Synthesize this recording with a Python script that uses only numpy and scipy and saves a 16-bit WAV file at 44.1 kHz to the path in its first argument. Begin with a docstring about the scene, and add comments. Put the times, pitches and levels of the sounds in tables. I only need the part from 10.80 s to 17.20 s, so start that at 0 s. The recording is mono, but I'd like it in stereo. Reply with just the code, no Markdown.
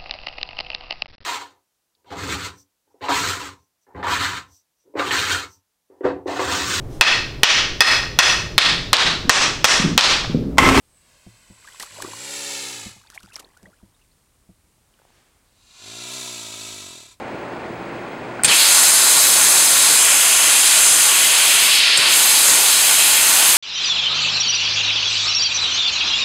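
"""A breathy hiss swells out of the faint air over a calm lake: a swan, wading through the shallows.
It hisses twice, air rushing through its bill, with a low growl from the syrinx pulsing under each hiss.
The flat water mirrors its voice: the echo comes later as the neck rises, so hollow notches slide down
the hiss. Soft bumps shake the hand-held camera, the feet splash and shed bubbles, and the feathers
rustle before the second hiss."""
import sys
import numpy as np
from scipy import signal
from scipy.fft import rfft, irfft, next_fast_len
from scipy.io import wavfile
from scipy.ndimage import map_coordinates

SR = 44100
rng = np.random.default_rng(int(sys.argv[2]) if len(sys.argv) > 2 else 0)


def persist_wave(psi):
    """Save psi, clipped to +-1, as 16-bit WAV."""
    counts = np.round(np.clip(psi, -1, 1) * 32767).astype(np.int16)
    wavfile.write(sys.argv[1], SR, np.atleast_2d(counts).T)


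N = 282240
TIME = np.arange(N) / SR

# strides through the shallows: foot lifts t/s, foot lands t/s, stirred water level/dB
WADING_STRIDES = [(0.881, 1.311, -46), (2.203, 2.602, -56.5)]


def amp(db):
    """Decibels to gain."""
    return 10 ** (np.asarray(db) / 20)


def unit(x):
    """Scale to rms 1."""
    return x / np.sqrt(np.mean(x ** 2) + 1e-20)


def along(points, hz):
    """Read (f/Hz, value) points on a log frequency axis."""
    freqs, values = np.transpose(points)
    return np.interp(np.log(hz + 1), np.log(freqs + 1), values)


def curves(rows):
    """An automation curve for each column after the time."""
    times, *columns = np.transpose(rows)
    return [np.interp(TIME, times, column) for column in columns]


def gate(rows):
    """1 while a table lasts, with soft edges."""
    start, end = rows[0][0], rows[-1][0]
    return np.interp(TIME, [start - .03, start, end, end + .11], [0, 1, 1, 0])


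def wobble(rate):
    """A smooth random curve, rate knots a second."""
    coarse = TIME[::32]
    knots = rng.standard_normal(int(N * rate / SR) + 4)
    return np.interp(TIME, coarse, map_coordinates(knots, [coarse * rate]))


def filtered(x, response):
    """Filter x by a complex response of frequency."""
    size = next_fast_len(N + SR // 2)
    return irfft(rfft(x, size) * response(np.fft.rfftfreq(size, 1 / SR)), size)[..., :N]


def coloured(x, spectrum, size=8192):
    """A minimum-phase EQ with the gains of a spectrum."""
    gains = amp(along(spectrum, np.fft.rfftfreq(size, 1 / SR)))
    cepstrum = irfft(np.log(gains + 1e-6))
    cepstrum[1:size // 2] *= 2
    cepstrum[size // 2 + 1:] = 0
    return signal.oaconvolve(x, irfft(np.exp(rfft(cepstrum))))[:N]


def noise(spectrum):
    """Coloured noise of rms 1."""
    return unit(coloured(rng.standard_normal(N), spectrum))


def add(track, s, sound):
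    """Mix a short sound in at time s."""
    part = track[max(round(s * SR), 0):][:len(sound)]
    part += sound[:len(part)]


def calm_air(mid_db=-62, side_db=-60.5):
    """A bed of faint rumble and hiss from the still evening, as mid and side."""
    # open air over the lake, ahead and from the sides: f/Hz, level/dB
    mid_colour = [(15, -32), (30, -1), (55, -2), (110, -7), (200, -12), (450, -18), (1100, -21),
                  (1400, -23), (3000, -26), (6300, -26.5), (8700, -22), (12000, -29), (15800, -32)]
    side_colour = [(12, -46), (20, -3), (98, -14), (209, -1.5), (254, -5), (335, -3.5), (1110, -2),
                   (3310, -14.5), (10400, -20), (15800, -30)]
    bed = np.array([amp(mid_db) * noise(mid_colour), amp(side_db) * noise(side_colour)])
    return bed * amp(0.3 * wobble(4.2))


def hiss(air, bill, cycles, pulsing, air_db, whistle_db, rattle_db, upper_ratio, upper_db,
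         opening_s, sharp, shut_db, treble_hz, whistle_width_hz=280, fade_db=4, dull_db=-3):
    """Air rushes through the bill, chopped by the growl; a weak flow is duller and whistles more."""
    # breathy whistle at the edge of the bill: t/s, f/Hz, level/dB
    edge_whistle = [(0, 8600, -1), (.18, 8100, 7), (.33, 7950, -14), (.7, 7900, -1), (1.65, 7400, 3),
                    (2.1, 7630, -11), (5, 7210, -2), (5.6, 7600, 5), (6.2, 7880, 2.5)]
    # air in each growl pulse: f/Hz, level/dB
    puff_colour = [(200, -28), (550, -12), (1000, -6), (1600, -29), (3000, -9), (8000, -37)]
    flow_db, = curves(air)
    effort = amp(flow_db - flow_db.max())
    shut = np.clip((TIME[np.argmax(flow_db)] - TIME) / opening_s, 0, 1)
    # two narrow bands of noise glide together as the bill moves
    white = rng.standard_normal((2, N))
    lower, upper = unit(filtered(white, lambda hz: 1 / (1 + (hz / whistle_width_hz) ** 2)))
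    pitch, edge_db = curves(edge_whistle)
    phase = 2 * np.pi * np.cumsum(pitch) / SR
    whistle = unit(lower * np.sin(phase) + amp(upper_db) * upper * np.sin(upper_ratio * phase) * effort)
    whistle *= amp(whistle_db + edge_db - fade_db * effort)
    # as the bill opens toward the strongest flow, its resonances sink and the treble comes out
    rush = map_coordinates(noise(bill), [np.cumsum(1 + sharp * shut)], mode="wrap")
    sizzle = filtered(rush, lambda hz: hz ** 4 / (hz ** 4 + treble_hz ** 4))
    treble_gain = amp(dull_db * (0.5 - effort) + shut_db * shut)
    rush = rush + sizzle * (treble_gain - 1) + whistle
    # each opening of the syrinx lets out a short rattling puff
    beat = np.cos(2 * np.pi * (cycles - .2))
    puffs = noise(puff_colour) * ((1 + beat) / 2) ** 3 * pulsing * amp(rattle_db)
    envelope = amp(flow_db + air_db + 0.26 * wobble(45)) * gate(air)
    return (rush * (1 + pulsing * beat) + puffs) * envelope


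def lake_echo(voice, strength=0.68, dull_hz=7000):
    """The voice plus one late copy off the lake, a sliding comb; ripples scatter the copy's treble."""
    # extra travel time off the water, longer as the head rises: t/s, delay/ms
    echo_lag = [(0, 1.62), (.33, 1.89), (1.38, 2.08), (1.6, 2.215), (2.1, 2.335), (4.85, 2.823),
                (5.62, 3.085), (6, 3.045), (6.4, 2.98)]
    delay_ms, = curves(echo_lag)
    late = map_coordinates(voice, [np.arange(N) - delay_ms * SR / 1000])
    return voice + filtered(late, lambda hz: strength / (1 + (hz / dull_hz) ** 2))


def camera_bumps(attack_s=0.003, level_db=-3):
    """Soft bumps ring the camera mount, which mostly rocks the two microphones against each other."""
    # handling bumps: t/s, level/dB
    knocks = [(0.465, -31), (.701, -36), (2.061, -29), (2.16, -42.5), (2.437, -38.5), (2.832, -40.5),
              (2.874, -44), (3.029, -37.5), (3.691, -37.5)]
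    # modes of the mount: f/Hz, mid level/dB, side level/dB, t60/s
    mount_modes = [(71.6, -1.5, -37, 0.084), (110.6, -9.5, -9.5, 0.29), (195, 3.5, 7, 0.077),
                   (233, -7, 3, 0.058), (328, -9, -2, 0.1), (496, -18, -9, 0.1), (668, -8, 3, 0.032)]
    mid, side = np.zeros((2, N))
    t = np.arange(SR // 4) / SR
    for s, db in knocks:
        for hz, mid_db, side_db, t60 in mount_modes:
            size, tuning = rng.normal([1, 1], [.12, .03])
            ring = size * amp(db + level_db - 60 * t / t60) * np.sin(2 * np.pi * hz * tuning * t)
            ring *= 1 - np.exp(-t / attack_s)
            add(mid, s, amp(mid_db) * ring)
            add(side, s + 1 / (4 * hz), amp(side_db) * ring)  # a quarter cycle late
    return np.array([mid, side])


def stir(lift_db_per_s=92, swing_db_per_s=17.5, settle_db_per_s=280, ripple_db=-14, ebb_db_per_s=11.5):
    """Envelope of the stirred water: it builds as a foot lifts and swings, then settles into ripples."""
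    out = np.zeros(N)
    for lift, land, db in WADING_STRIDES:
        lift_db = -lift_db_per_s * np.maximum(lift - TIME, 0)
        swing_db = -swing_db_per_s * np.maximum(land - TIME, 0)
        after_s = np.maximum(TIME - land, 0)
        tail_db = np.maximum(-settle_db_per_s * after_s, ripple_db - ebb_db_per_s * after_s)
        out += amp(db + lift_db + swing_db + tail_db)
    return out


def gurgle(count, low_hz, high_hz, ring_cycles):
    """A cloud of small bubbles, each a brief rising ring, rms 1."""
    t = np.arange(SR // 80) / SR
    when, pitch, size = rng.random((count, 3)).T[:, :, None]
    hz = low_hz * (high_hz / low_hz) ** pitch
    age = t * hz / ring_cycles
    rings = size ** 2 * age * np.exp(-age) * np.sin(2 * np.pi * hz * t * (1 + 8 * t))
    places = (when * N).astype(int) + np.arange(len(t))
    return unit(np.bincount(places.ravel(), rings.ravel(), N)[:N])


def droplets(per_second):
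    """A hail of tiny impacts of very unequal size, rms 1."""
    # spray landing on water: f/Hz, level/dB
    spray_colour = [(200, -12), (500, -7.5), (1500, -7), (3000, -3.5), (5000, -3), (8000, -4), (11000, -7),
                    (16000, -21)]
    hits = (rng.random(N) < per_second / SR) * rng.standard_normal(N)
    return unit(coloured(hits, spray_colour))


def trickle(drip_db=-4):
    """Water runs off the feet in small bubbles and ticking drips, and closes over each step."""
    # low gurgles of water closing over a foot: t/s, level/dB, length/s
    plops = [(1.245, -43.5, 0.068), (2.62, -55.5, 0.066), (2.872, -58, 0.052)]
    runoff = gurgle(count=4000, low_hz=782, high_hz=10150, ring_cycles=1.83)
    runoff += amp(drip_db) * droplets(per_second=410)
    closing = sum(amp(db) * np.exp(-((TIME - s) / length) ** 2) for s, db, length in plops)
    return runoff * stir() + closing * gurgle(count=4000, low_hz=273, high_hz=1060, ring_cycles=0.53)


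def bubble(db, hz, glide, rough=0.19, gentle_db=13.5):
    """A trapped bubble rings and rises, glide octaves per swell time; large, gentle ones last longer."""
    # 2.1 ms at 1560 Hz and -30 dB, twice as long when gentle_db softer
    swell_s = .0021 * np.sqrt(1560 / hz) * 2 ** ((-30 - db) / gentle_db)
    age = np.arange(int(10 * swell_s * SR)) / (swell_s * SR)
    tremble = map_coordinates(rng.standard_normal(24), [2 * age])
    pitch = hz * 2 ** (glide * (np.minimum(age, 4) - 1) + rough * tremble / 2)
    return amp(db) * (age * np.exp(1 - age)) ** 2 * np.sin(2 * np.pi * np.cumsum(pitch) / SR)


def bubbles(small_db=3, scatter_db=3, low_hz=1400, high_hz=5000, lead_s=0.074, linger_s=.5, count=15):
    """The feet shed bubbles at set moments, loud and faint, and small chirping ones at random during and after
    each stride."""
    # bubbles and drips at set moments, loud and faint: t/s, peak level/dB, f/Hz
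    placed_bubbles = [(.845, -44, 1270), (0.874, -36, 1610), (.884, -39, 1920), (1.006, -28.5, 1760),
                      (1.031, -32.5, 1180), (1.167, -36, 2900), (1.184, -34, 606), (1.201, -30.5, 1050),
                      (1.223, -29, 1620), (1.245, -26.5, 328), (1.247, -28.5, 1145), (1.272, -34.5, 320),
                      (1.333, -29.5, 935), (2.269, -47, 3820), (2.324, -49, 1580), (2.357, -44, 710),
                      (2.376, -25, 2030), (2.481, -55.5, 3380), (2.497, -51, 1600), (2.52, -45, 2620),
                      (2.557, -20, 4930), (2.583, -41.5, 1320), (2.645, -43, 4180), (2.766, -47, 1380),
                      (2.855, -41, 1790), (2.872, -53.5, 610), (2.927, -53, 1460), (3.14, -63.5, 3420),
                      (3.212, -61, 2820), (3.31, -63, 4250)]
    out, stirred = np.zeros(N), stir()
    for s, db, hz in placed_bubbles:
        add(out, s, bubble(db, hz, glide=0.1))
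    for lift, land, _ in WADING_STRIDES:
        for k, (when, pitch, size) in enumerate(rng.random((count, 3))):
            s = lift - lead_s + (land + linger_s - lift) * (k + when) / count
            db = 20 * np.log10(stirred[round(s * SR)]) + small_db + scatter_db * (2 * size - 1)
            add(out, s, bubble(db, low_hz * (high_hz / low_hz) ** pitch, glide=0.23))
    return out


def splashes(tail_db=-23, tail_t60=0.15, churn_db=-14, churn_t60=0.082, rise=0.34):
    """A slap throws a dense burst of drops and a thin after-spray; long slaps churn air under."""
    # slaps of webbed feet and falling water: t/s, level/dB, length/s
    slaps = [(0.85, -53, .001), (0.88, -45, 0.0013), (0.997, -26, 0.0057), (1.003, -36, 0.034),
             (1.024, -28, 0.0055), (1.22, -23.5, 0.0057), (2.301, -31, 0.0013), (2.34, -41.5, 0.02),
             (2.403, -42.5, .0015), (2.43, -43.5, .0051), (2.529, -44, 0.022), (2.562, -27, 0.0027),
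             (2.593, -34.5, 0.0091), (2.772, -43.5, 0.0023), (2.830, -42, 0.00095)]
    force, churn = np.zeros((2, N))
    t = np.arange(SR // 5) / SR
    for s, db, length in slaps:
        attack = 1 - np.exp(-t / (rise * length))
        decay = np.exp(-(t / length) ** 2) + amp(tail_db - 60 * t / tail_t60)
        add(force, s, amp(db) * attack * decay)
        add(churn, s, amp(db + churn_db - 60 * t / churn_t60) * attack * min(length / 0.0037, 1))
    spray = force * droplets(per_second=14000)
    return spray + churn * gurgle(count=5000, low_hz=680, high_hz=2920, ring_cycles=0.56)


def growl(pace, air, throat, brighten_db, level_db, smear, jitter=0.0044, edge_db=-5, fade_s=.1):
    """Slow syrinx pulses, louder with more air, brighter as they quicken; also returns the cycle count."""
    rate, = curves(pace)
    air_db, = curves(air)
    inside_s = np.minimum(TIME - pace[0][0], pace[-1][0] - TIME)
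    drive_db = 0.76 * (air_db - air_db.max())
    drive_db += edge_db * np.clip(1 - inside_s / fade_s, 0, 1)  # softer as it starts and stops
    cycles = np.cumsum(rate * (1 + jitter * wobble(60))) / SR
    harmonic = np.arange(1, 21)[:, None]
    on = gate(pace) > 0
    tilt_db = brighten_db * np.log2(rate[on] / rate.max())  # per octave of overtone
    gains = amp(along(throat, harmonic * rate[on]) + tilt_db * np.log2(np.clip(harmonic, 2, 6)))
    # the long windpipe smears each pulse: higher overtones arrive later
    phases = 2 * np.pi * harmonic * cycles[on] - smear * harmonic ** 2
    tone = np.zeros(N)
    tone[on] = np.sum(gains * np.cos(phases), axis=0) / np.sqrt(np.sum(gains ** 2, axis=0) / 2)
    return tone * amp(drive_db + level_db + 0.19 * wobble(50)) * gate(pace), cycles


def feathers(peak_s=4.38, peak_db=-60.5, rise_db_per_s=44, fall_db_per_s=42, tick_t60=0.0085, crack=.21):
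    """The unfolding neck slides over the plumage: a soft rustle, with dry ticks as it swells."""
    # rubbing feathers: f/Hz, level/dB
    rustle_colour = [(150, -34), (250, -14), (354, -8), (453, -12.5), (531, -9), (1880, -11.5),
                     (8000, -20.5), (10400, -46), (17600, -120)]
    # small ticks as the head comes up: t/s, level/dB, f/Hz
    ticks = [(4.14, -49, 3060), (4.191, -46.5, 1510), (4.199, -44, 600), (4.218, -43.5, 895),
             (4.252, -42, 720), (4.282, -50, 890), (4.304, -46.5, 930)]
    swell_db = np.minimum(rise_db_per_s * (TIME - peak_s), fall_db_per_s * (peak_s - TIME))
    out = noise(rustle_colour) * amp(peak_db + swell_db)
    t = np.arange(SR // 40) / SR
    for s, db, hz in ticks:
        tick = np.sin(2 * np.pi * hz * t) + crack * rng.standard_normal(len(t))
        add(out, s, amp(db - 60 * t / tick_t60) * tick)
    return out


def scene():
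    """The swan stands straight ahead and calls twice (a, b); mid and side add up to left and right."""
    # air pushed out in each hiss: t/s, level/dB
    air_a = [(0, -68), (.3, -51), (0.798, -48.5), (1.33, -36), (1.52, -30.5), (1.75, -29.5), (1.93, -32),
             (2.07, -36.5), (2.2, -54)]
    air_b = [(4.65, -73), (5.08, -37), (5.328, -33), (5.454, -33), (5.676, -36), (5.89, -35), (6.142, -40),
             (6.33, -50), (6.39, -80)]
    # turbulence in the open bill: f/Hz, level/dB
    bill_a = [(150, -44), (500, -9.5), (800, -8), (1400, -8), (2150, -3), (2500, -2), (3200, -4), (4100, 0),
              (5200, -3.5), (5900, -2.5), (7700, -0.5), (8900, -8.5), (10200, -8), (11400, -13.5),
              (12400, -17), (15800, -22.5)]
    bill_b = [(150, -31), (450, -17.5), (900, -8), (1400, -9), (1800, -15), (2500, -3.5), (3050, -8.5),
              (3650, 1), (4500, -3), (5300, -8), (5850, -2.5), (6450, -5.5), (7200, -2), (8700, -10),
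              (9400, -10), (10600, -11.5), (12000, -17.5), (13000, -22), (15800, -24)]
    # pulse rate of each growl: t/s, f/Hz
    pace_a = [(1.12, 50), (1.34, 54), (1.46, 68), (1.54, 71), (1.75, 69.6), (1.91, 65), (2.01, 54.5),
              (2.12, 47)]
    pace_b = [(5.01, 48.24), (5.13, 56.57), (5.37, 64.2), (5.5, 60.8), (5.65, 54.9), (5.91, 54.12),
              (6.07, 47.07), (6.28, 33.65)]
    # colour of each growl at its fastest: f/Hz, level/dB
    throat_a = [(65, -37), (100, -10.5), (140, -1), (165, -10), (210, 6), (280, 10), (350, 1.5), (420, 4),
                (490, -12), (560, 8.5), (630, -30), (700, 4), (840, -5), (950, -9), (1300, -35)]
    throat_b = [(60, -43), (95, 5), (125, 7), (185, 2), (250, 4.5), (315, -4), (365, 3.5), (450, -2),
                (680, -3), (900, -31), (1300, -28)]
    # stereo width of the swan: f/Hz, side level/dB relative to mid
    width = [(100, -36), (400, -18), (1000, -17), (2000, -15.5), (4000, -24), (12000, -47)]
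    growl_a, cycles_a = growl(pace_a, air_a, throat_a, brighten_db=32, level_db=-43.5, smear=.45)
    growl_b, cycles_b = growl(pace_b, air_b, throat_b, brighten_db=4, level_db=-45.5, smear=0.0386)
    hiss_a = hiss(air_a, bill_a, cycles_a, pulsing=0.15 * gate(pace_a), air_db=-2.4,
                  whistle_db=-8, rattle_db=-21, upper_ratio=1.37, upper_db=-3,
                  opening_s=0.99, sharp=.08, shut_db=-6.5, treble_hz=2300)
    hiss_b = hiss(air_b, bill_b, cycles_b, pulsing=0.16 * gate(pace_b), air_db=-1.14,
                  whistle_db=-12, rattle_db=-8, upper_ratio=1.27, upper_db=-16,
                  opening_s=.3, sharp=.045, shut_db=-10, treble_hz=7500)
    voice = lake_echo(growl_a + hiss_a + growl_b + hiss_b)
    swan = voice + bubbles() + splashes() + trickle() + feathers()
    spread = filtered(swan, lambda hz: 1j * amp(along(width, hz)))
    mid, side = np.array([swan, spread]) + camera_bumps() + calm_air()
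    return np.array([mid + side, mid - side])


def record(dry):
    """The camera keeps nothing above its band limit."""
    return filtered(dry, lambda hz: hz < 15950)


dry = scene()
out = record(dry)
persist_wave(out)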